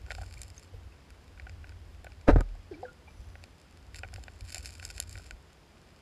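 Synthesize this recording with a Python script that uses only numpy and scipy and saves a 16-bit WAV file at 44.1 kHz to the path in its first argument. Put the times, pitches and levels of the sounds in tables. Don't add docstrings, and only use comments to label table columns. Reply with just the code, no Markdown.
import sys
import numpy as np
from scipy import signal
from scipy.fft import rfft, irfft
from scipy.io import wavfile
from scipy.ndimage import uniform_filter1d

SR = 44100
rng = np.random.default_rng(int(sys.argv[2]) if len(sys.argv) > 2 else 0)


def output_pcm(signal):
    pcm = np.clip(np.atleast_2d(signal).T, -1, 1) * 32767
    wavfile.write(sys.argv[1], SR, np.round(pcm).astype(np.int16))


N = 265041
TIME = np.arange(N) / SR
TAPS_HZ = np.fft.rfftfreq(4096, 1 / SR)


def gain_of(db):
    return 10 ** (np.asarray(db) / 20)


def evened(x):
    return x / np.sqrt(np.mean(x ** 2) + 1e-20)


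def spectrum_db(points, hz):
    points_hz, db = np.transpose(points)
    return np.interp(np.log(hz + 1), np.log(points_hz + 1), db)


def level_curve(rows):
    s, db = np.transpose(rows)
    return gain_of(np.interp(TIME, s, db)) * (TIME >= s[0]) * (TIME <= s[-1])


def swell(s, db, rise_s, hold_s, fall_db_per_s):
    rise = np.exp(-(np.minimum(TIME - s, 0) / rise_s) ** 2)
    return rise * gain_of(db - fall_db_per_s * np.maximum(TIME - s - hold_s, 0))


def add(mix, s, sound):
    part = mix[max(round(s * SR), 0):][:len(sound)]
    part += sound[:len(part)]


def noise(points):
    shape = gain_of(spectrum_db(points, np.fft.rfftfreq(N, 1 / SR)))
    return evened(irfft(rfft(rng.standard_normal(N)) * shape, N))


def wander(hz):
    slow = np.fft.rfftfreq(N, 1 / SR) < hz
    return evened(irfft(rfft(rng.standard_normal(N)) * slow, N))


def causal(db):
    log_gain = np.log(gain_of(np.maximum(db, db.max() - 100)))
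    circle = np.concatenate([log_gain, log_gain[-2:0:-1]])
    return np.fft.ifft(np.exp(np.conj(signal.hilbert(circle)))).real


def click(treble_db, scatter_db=1.0, neutral_db=-12, knee_hz=2400, shelf_hz=8000, top_hz=14000, low_hz=380):
    # (frequency [Hz], width [Hz], relative level [dB])
    resonances = [(570, 99, -6), (756, 71, -5.5), (1479, 82, 1.5), (1600, 130, -5), (1904, 170, -2),
                  (2350, 180, 2), (2584, 210, 1), (3040, 260, -4.5), (3667, 100, -1), (4524, 520, 1.5),
                  (5120, 380, 3.5), (6450, 380, -4.5), (7350, 390, 4), (8200, 700, -7.5), (9620, 800, -6),
                  (11030, 940, -9), (12900, 780, -24.5)]
    f = TAPS_HZ + 1
    power = gain_of(-47.5)
    for hz, width, db in resonances:
        power = power + gain_of(db) ** 2 / (1 + ((f - hz) / width) ** 2) ** 2.4
    power = power / (1 + (f / top_hz) ** 10) / (1 + (low_hz / f) ** 4)
    octaves_up = np.log2((1 + (f / knee_hz) ** 4) / (1 + (f / shelf_hz) ** 4)) / 4
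    tilt_db = 1.34 * np.clip(treble_db - neutral_db, -26, 3) * octaves_up
    own = np.interp(np.log(f), np.linspace(np.log(300), np.log(SR / 2), 36), rng.standard_normal(36))
    return causal(10 * np.log10(power) + tilt_db + scatter_db * own)


def pebbles(chatter=0.42, chatter_s=0.0012, heavy_db=-20):
    # (time, before a small common delay [s], peak level [dB],
    # treble rating, high for a small hard pebble [dB])
    hits = [(0.0628, -40.5, -21), (0.1046, -24.5, -31), (0.111, -28, -21.5), (0.1177, -25, -21.5),
            (0.1495, -30, -20.5), (0.31, -43.5, -16), (0.416, -26.5, 2), (0.4322, -29.5, -5.5),
            (0.48, -42.5, 0), (0.5013, -38.5, -9), (0.595, -42, -11), (0.6325, -42.5, 6),
            (1.1037, -40.5, -16.5), (1.3751, -44.5, -37), (1.397, -34, -27), (1.4674, -38, -44),
            (1.4945, -37, -22.5), (1.6419, -38.5, -46), (1.6926, -39, -17.5), (1.7195, -46, -33),
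            (2.0439, -36.5, -15), (2.0665, -36.5, -46), (2.1191, -42, -20.5), (2.2117, -45, -16),
            (2.4069, -30, 2), (3.354, -37, -30), (3.4384, -33, -18), (3.9445, -31.5, -18),
            (3.9574, -33.5, -15), (3.9896, -33.5, -15), (4.0332, -28, -58), (4.0461, -39.5, -48),
            (4.139, -29.5, -12.5), (4.1597, -34, -21), (4.2371, -34.5, -15), (4.2806, -34.5, -34),
            (4.4078, -34, -13.5), (4.5026, -32.5, -11), (4.526, -31, -9), (4.5448, -20.5, -12),
            (4.5804, -26, -6), (4.657, -26.5, -5), (4.797, -33.5, -19), (4.8267, -33, -20),
            (4.8502, -23, -10), (4.901, -31, -16.5), (4.9087, -30.5, -12.5), (5.0004, -14.5, -4),
            (5.0935, -33, -1), (5.1278, -31, -8), (5.154, -35, -60), (5.1764, -35, -19), (5.1839, -36, -4),
            (5.3085, -28, -20)]
    out, t = np.zeros(N), np.arange(500) / SR
    for s, db, treble_db in hits:
        settle_s = chatter_s * np.clip(treble_db / heavy_db, 1, 2)
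        touches = rng.standard_normal(len(t)) * (rng.random(len(t)) < .2)
        contact = chatter * touches * np.exp(-t / settle_s)
        contact[0] = 1
        hit = signal.fftconvolve(click(treble_db), contact)
        add(out, s + 0.00096, gain_of(db) * hit / abs(hit).max())
    return out


def grains(per_s, spread_db, treble_db, count=16):
    out = np.zeros(N)
    for hardness in np.linspace(-1, 1, count):
        size = gain_of(np.minimum(spread_db * rng.exponential(1, N), 14))
        train = size * rng.choice([-1, 1], N) * (rng.random(N) < per_s / count / SR)
        out += signal.oaconvolve(train, evened(click(treble_db + 6 * hardness)))[:N]
    return evened(out)


def gravel(grit_db=-1, sand_db=-5.0, stones_db=-4, stray_db=-75, clump_db=4):
    # (time [s], level before clumping and mixing [dB], length [s])
    slides = [(0.113, -61.5, 0.045), (0.23, -61.5, 0.02), (0.306, -60.5, 0.041), (0.412, -65, 0.037),
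              (0.569, -62, 0.0085), (3.961, -61.5, 0.003), (4.154, -71, 0.26), (4.46, -62, 0.03),
              (4.501, -52, 0.071), (4.653, -56, 0.074), (4.842, -54, 0.03), (4.972, -54, 0.015),
              (5.108, -56.5, 0.008), (5.187, -63, 0.082)]
    rise_s, fall_db_per_s = 0.024, 161
    power = sum(swell(s, db, rise_s, length, fall_db_per_s) ** 2 for s, db, length in slides)
    sliding = np.sqrt(power) * gain_of(clump_db * wander(hz=91.3))
    stones = gain_of(stones_db) * grains(per_s=70, spread_db=4, treble_db=-11)
    grit = gain_of(grit_db) * grains(per_s=400, spread_db=5, treble_db=-12)
    sand = gain_of(sand_db) * grains(per_s=1800, spread_db=4, treble_db=-10)
    stray = gain_of(stray_db) * grains(per_s=20, spread_db=3, treble_db=-16.5)
    return sliding * (stones + grit + sand) + stray


def cobbles(grind_s=0.0025, grind=0.28):
    # (time [s], peak level [dB])
    shifts = [(0.083, -45), (0.184, -34), (0.214, -38.5), (0.222, -44), (0.233, -39.5), (2.045, -39),
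              (2.068, -40), (2.553, -46.5), (4.047, -45), (4.132, -42), (4.182, -41), (4.567, -42),
              (4.994, -43), (5.197, -44)]
    # (frequency [Hz], relative level [dB])
    colour = [(150, -7), (350, -15.5), (520, -2), (760, 3.5), (950, -13), (1250, -21), (1480, 0),
              (1900, -21), (2600, -20.5), (6000, -41.5)]
    out, t = np.zeros(N), np.arange(SR // 50) / SR
    clunk = causal(spectrum_db(colour, TAPS_HZ))
    for s, db in shifts:
        contact = grind * rng.standard_normal(len(t)) * np.exp(-t / grind_s) + (t == 0)
        hit = signal.fftconvolve(clunk, contact)
        add(out, s, gain_of(db) * hit / abs(hit).max())
    return out


def collision(grip_db=1.0):
    # (time [s], level [dB], rise [s], length [s])
    strokes = [(2.285, -19.5, 0.0074, 0.018), (2.33, -39, 0.004, 0.004), (2.362, -31.5, 0.0035, 0.0016),
               (2.384, -38, 0.004, 0.0042), (2.403, -44, 0.002, 0.006)]
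    # (frequency [Hz], relative level [dB])
    rub_colour = [(140, -43), (230, -3), (289, -25.5), (369, -1.5), (602, -7), (668, -8), (899, -11),
                  (1150, -33.5), (1230, -13.5), (1470, -17), (2800, -35), (3060, -46), (3700, -36.5),
                  (10200, -55), (15000, -76)]
    # (time [s], peak level [dB], contact corner, low for a soft blow [Hz])
    blows = [(2.2842, -12.5, 1500), (2.2864, -4.5, 500), (2.2900, -5.5, 450), (2.2931, -11.5, 400),
             (2.2963, -12.5, 600), (2.3120, -19.5, 920), (2.3605, -10, 190), (2.409, -18.5, 2420)]
    # (frequency [Hz], level before the contact roll-off [dB], 60 dB decay [s])
    wall = [(90.6, -15, 0.013), (127, 4.5, 0.08), (279, 11, 0.022), (445, -5, .035), (539, 9, 0.019),
            (730, -10, 0.013), (880, -6.5, 0.032), (935, 0.5, 0.03), (1236, 0, 0.042), (1450, 5, 0.019),
            (2300, -3.5, 0.012)]
    rubbing = sum(swell(*stroke, fall_db_per_s=882) for stroke in strokes)
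    out = rubbing * evened(noise(rub_colour) * gain_of(grip_db * wander(hz=400)))
    t = np.arange(SR // 5) / SR
    for s, db, corner_hz in blows:
        ring = np.zeros(len(t))
        for hz, mode_db, t60 in wall:
            mode = gain_of(mode_db - 60 * t / t60) * np.sin(2 * np.pi * hz * t)
            ring += mode / np.hypot(1, hz / corner_hz)
        ring *= 1 - np.exp(-4 * np.pi * corner_hz * t)
        add(out, s, gain_of(db) * ring / abs(ring).max())
    return out


def rocking(rock_hz=39.3, overtone_db=-6):
    start_s, rock_db, rise_s, hold_s, fall_db_per_s = 2.2925, -17.5, 0.046, 0.038, 260
    sway_db, sway_hold_s, sway_fall_db_per_s = -38, 0.19, 186
    full_s = start_s + rise_s
    angle = 2 * np.pi * rock_hz * (TIME - start_s)
    push = np.sin(np.pi / 2 * np.clip((TIME - start_s) / rise_s, 0, 1))
    wide = push * gain_of(rock_db - fall_db_per_s * np.maximum(TIME - full_s - hold_s, 0))
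    sway = swell(full_s, sway_db, rise_s / 2, sway_hold_s, sway_fall_db_per_s)
    swing = np.maximum(wide, sway)
    octave = gain_of(overtone_db) * swing / swing.max() * np.cos(2 * angle)
    return np.sqrt(2) * swing * (np.sin(angle) + octave)


def splash(spatter_db=4):
    # (time [s], level [dB], fall [dB/s])
    flicks = [(2.718, -53, 198), (2.833, -52, 550)]
    # (frequency [Hz], relative level [dB])
    splash_colour = [(150, -3), (400, 3), (800, 4), (1100, -30), (1500, 0), (2500, -16), (5000, -11),
                     (9000, -45), (15000, -50)]
    foam_colour = [(4000, -25), (5600, -10), (6000, 5), (6500, -18), (9300, -19), (10100, -2), (11000, -20),
                   (14000, -17), (16000, -30)]
    spatter = gain_of(spatter_db * wander(hz=200))
    torn = sum(swell(s, db, 0.006, 0, fall) for s, db, fall in flicks)
    foam = swell(s=3.15, db=-75.5, rise_s=0.081, hold_s=0.16, fall_db_per_s=55)
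    return torn * evened(noise(splash_colour) * spatter) + foam * evened(noise(foam_colour) * spatter)


def dying_tones(rise_s=0.0021, wobble_db=2):
    # (time [s], level before onset and wobble [dB], starting pitch [Hz],
    # final pitch [Hz], glide [s], 60 dB decay [s])
    tones = [(0.372, -40.5, 2180, 2460, 0.0047, 0.03), (0.579, -28.5, 6350, 6450, .005, 0.012),
             (0.738, -45.5, 490, 440, 0.0087, 0.063), (0.921, -51.5, 2550, 2650, .005, 0.037),
             (2.711, -34, 404, 292, 0.018, 0.17), (2.740, -42, 2380, 2300, .005, 0.043),
             (2.766, -47.5, 317, 500, .06, 0.65), (2.829, -34.5, 520, 502, 0.0096, 0.21),
             (2.831, -27, 765, 730, 0.0066, 0.041), (2.852, -41, 1646, 1410, 0.0076, 0.067),
             (2.879, -41.5, 1420, 1420, .01, .11), (3.075, -46.5, 2360, 2360, .005, 0.08),
             (3.077, -44, 795, 900, 0.0097, 0.047)]
    out, t = np.zeros(N), np.arange(SR // 3) / SR
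    for s, db, start_hz, end_hz, glide_s, t60 in tones:
        hz = end_hz + (start_hz - end_hz) * np.exp(-(t / glide_s) ** 2)
        tone = np.sin(2 * np.pi * np.cumsum(hz) / SR)
        add(out, s, gain_of(db - 60 * t / t60) * (1 - np.exp(-t / rise_s)) * tone)
    return out * gain_of(wobble_db * wander(hz=150))


def stream(hiss_db=-60.08, flutter_db=0.23, ring_db=-73):
    # (time [s], level [dB])
    churn = [(0, -44), (0.5, -49.5), (0.62, -57), (0.88, -51), (1.0, -59), (1.32, -53.5), (1.45, -45),
             (2.0, -50), (2.78, -53), (2.95, -59.5), (3.3, -46.5), (3.62, -62), (4.0, -46.5), (4.38, -52),
             (5.0, -47), (5.33, -52.5), (5.5, -61.5), (6.01, -61.5)]
    # (time [s], level [dB])
    tail_beats = [(0.145, -44), (0.21, -37.5), (0.37, -42.5), (0.75, -41), (0.845, -45), (1.1, -50),
                  (1.71, -51), (1.915, -44.5), (3.21, -44.5), (4.157, -38), (4.431, -41), (4.595, -46),
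                  (4.645, -51), (5.09, -46.5), (5.15, -43.5), (5.335, -46)]
    # (frequency [Hz], relative level [dB])
    rumble_colour = [(15, -29.5), (30, -12.5), (45, -4.5), (62, 0), (76, -2), (90, 1), (115, -22),
                     (160, -28.5), (300, -41), (600, -63)]
    current_colour = [(76, -44.5), (130, 0), (156, -3.5), (186, -5.5), (289, -6.5), (487, -10), (619, -11),
                      (835, -13), (1150, -15), (2140, -18), (3260, -20.5), (4400, -25), (4960, -30),
                      (14300, -42.5), (15500, -47)]
    # (frequency [Hz], relative level [dB])
    ring_colour = [(3500, -24), (4700, -1.5), (5100, 0.0), (5600, -7.5), (6800, -9), (7350, -7),
                   (8200, -13), (11000, -13.5), (15000, -32.5)]
    shake = noise(rumble_colour)
    shake /= np.sqrt(uniform_filter1d(shake ** 2, size=4000) + 0.022)
    beats = sum(swell(s, db, rise_s=0.014, hold_s=0.011, fall_db_per_s=298) for s, db in tail_beats)
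    rumble = np.hypot(level_curve(churn), beats) * shake
    hiss = gain_of(hiss_db + flutter_db * wander(hz=25.7)) * noise(current_colour)
    ring = gain_of(ring_db) * noise(ring_colour)
    return rumble + hiss + ring


def scene():
    stones = pebbles() + gravel() + cobbles()
    fish = collision() + rocking() + splash()
    return (stones + fish + dying_tones() + stream())[None]


def record(dry):
    low_pass = signal.firwin(511, 15500, window=("kaiser", 9), fs=SR)
    return signal.oaconvolve(dry, low_pass[None], "same")


dry = scene()
out = record(dry)
output_pcm(out)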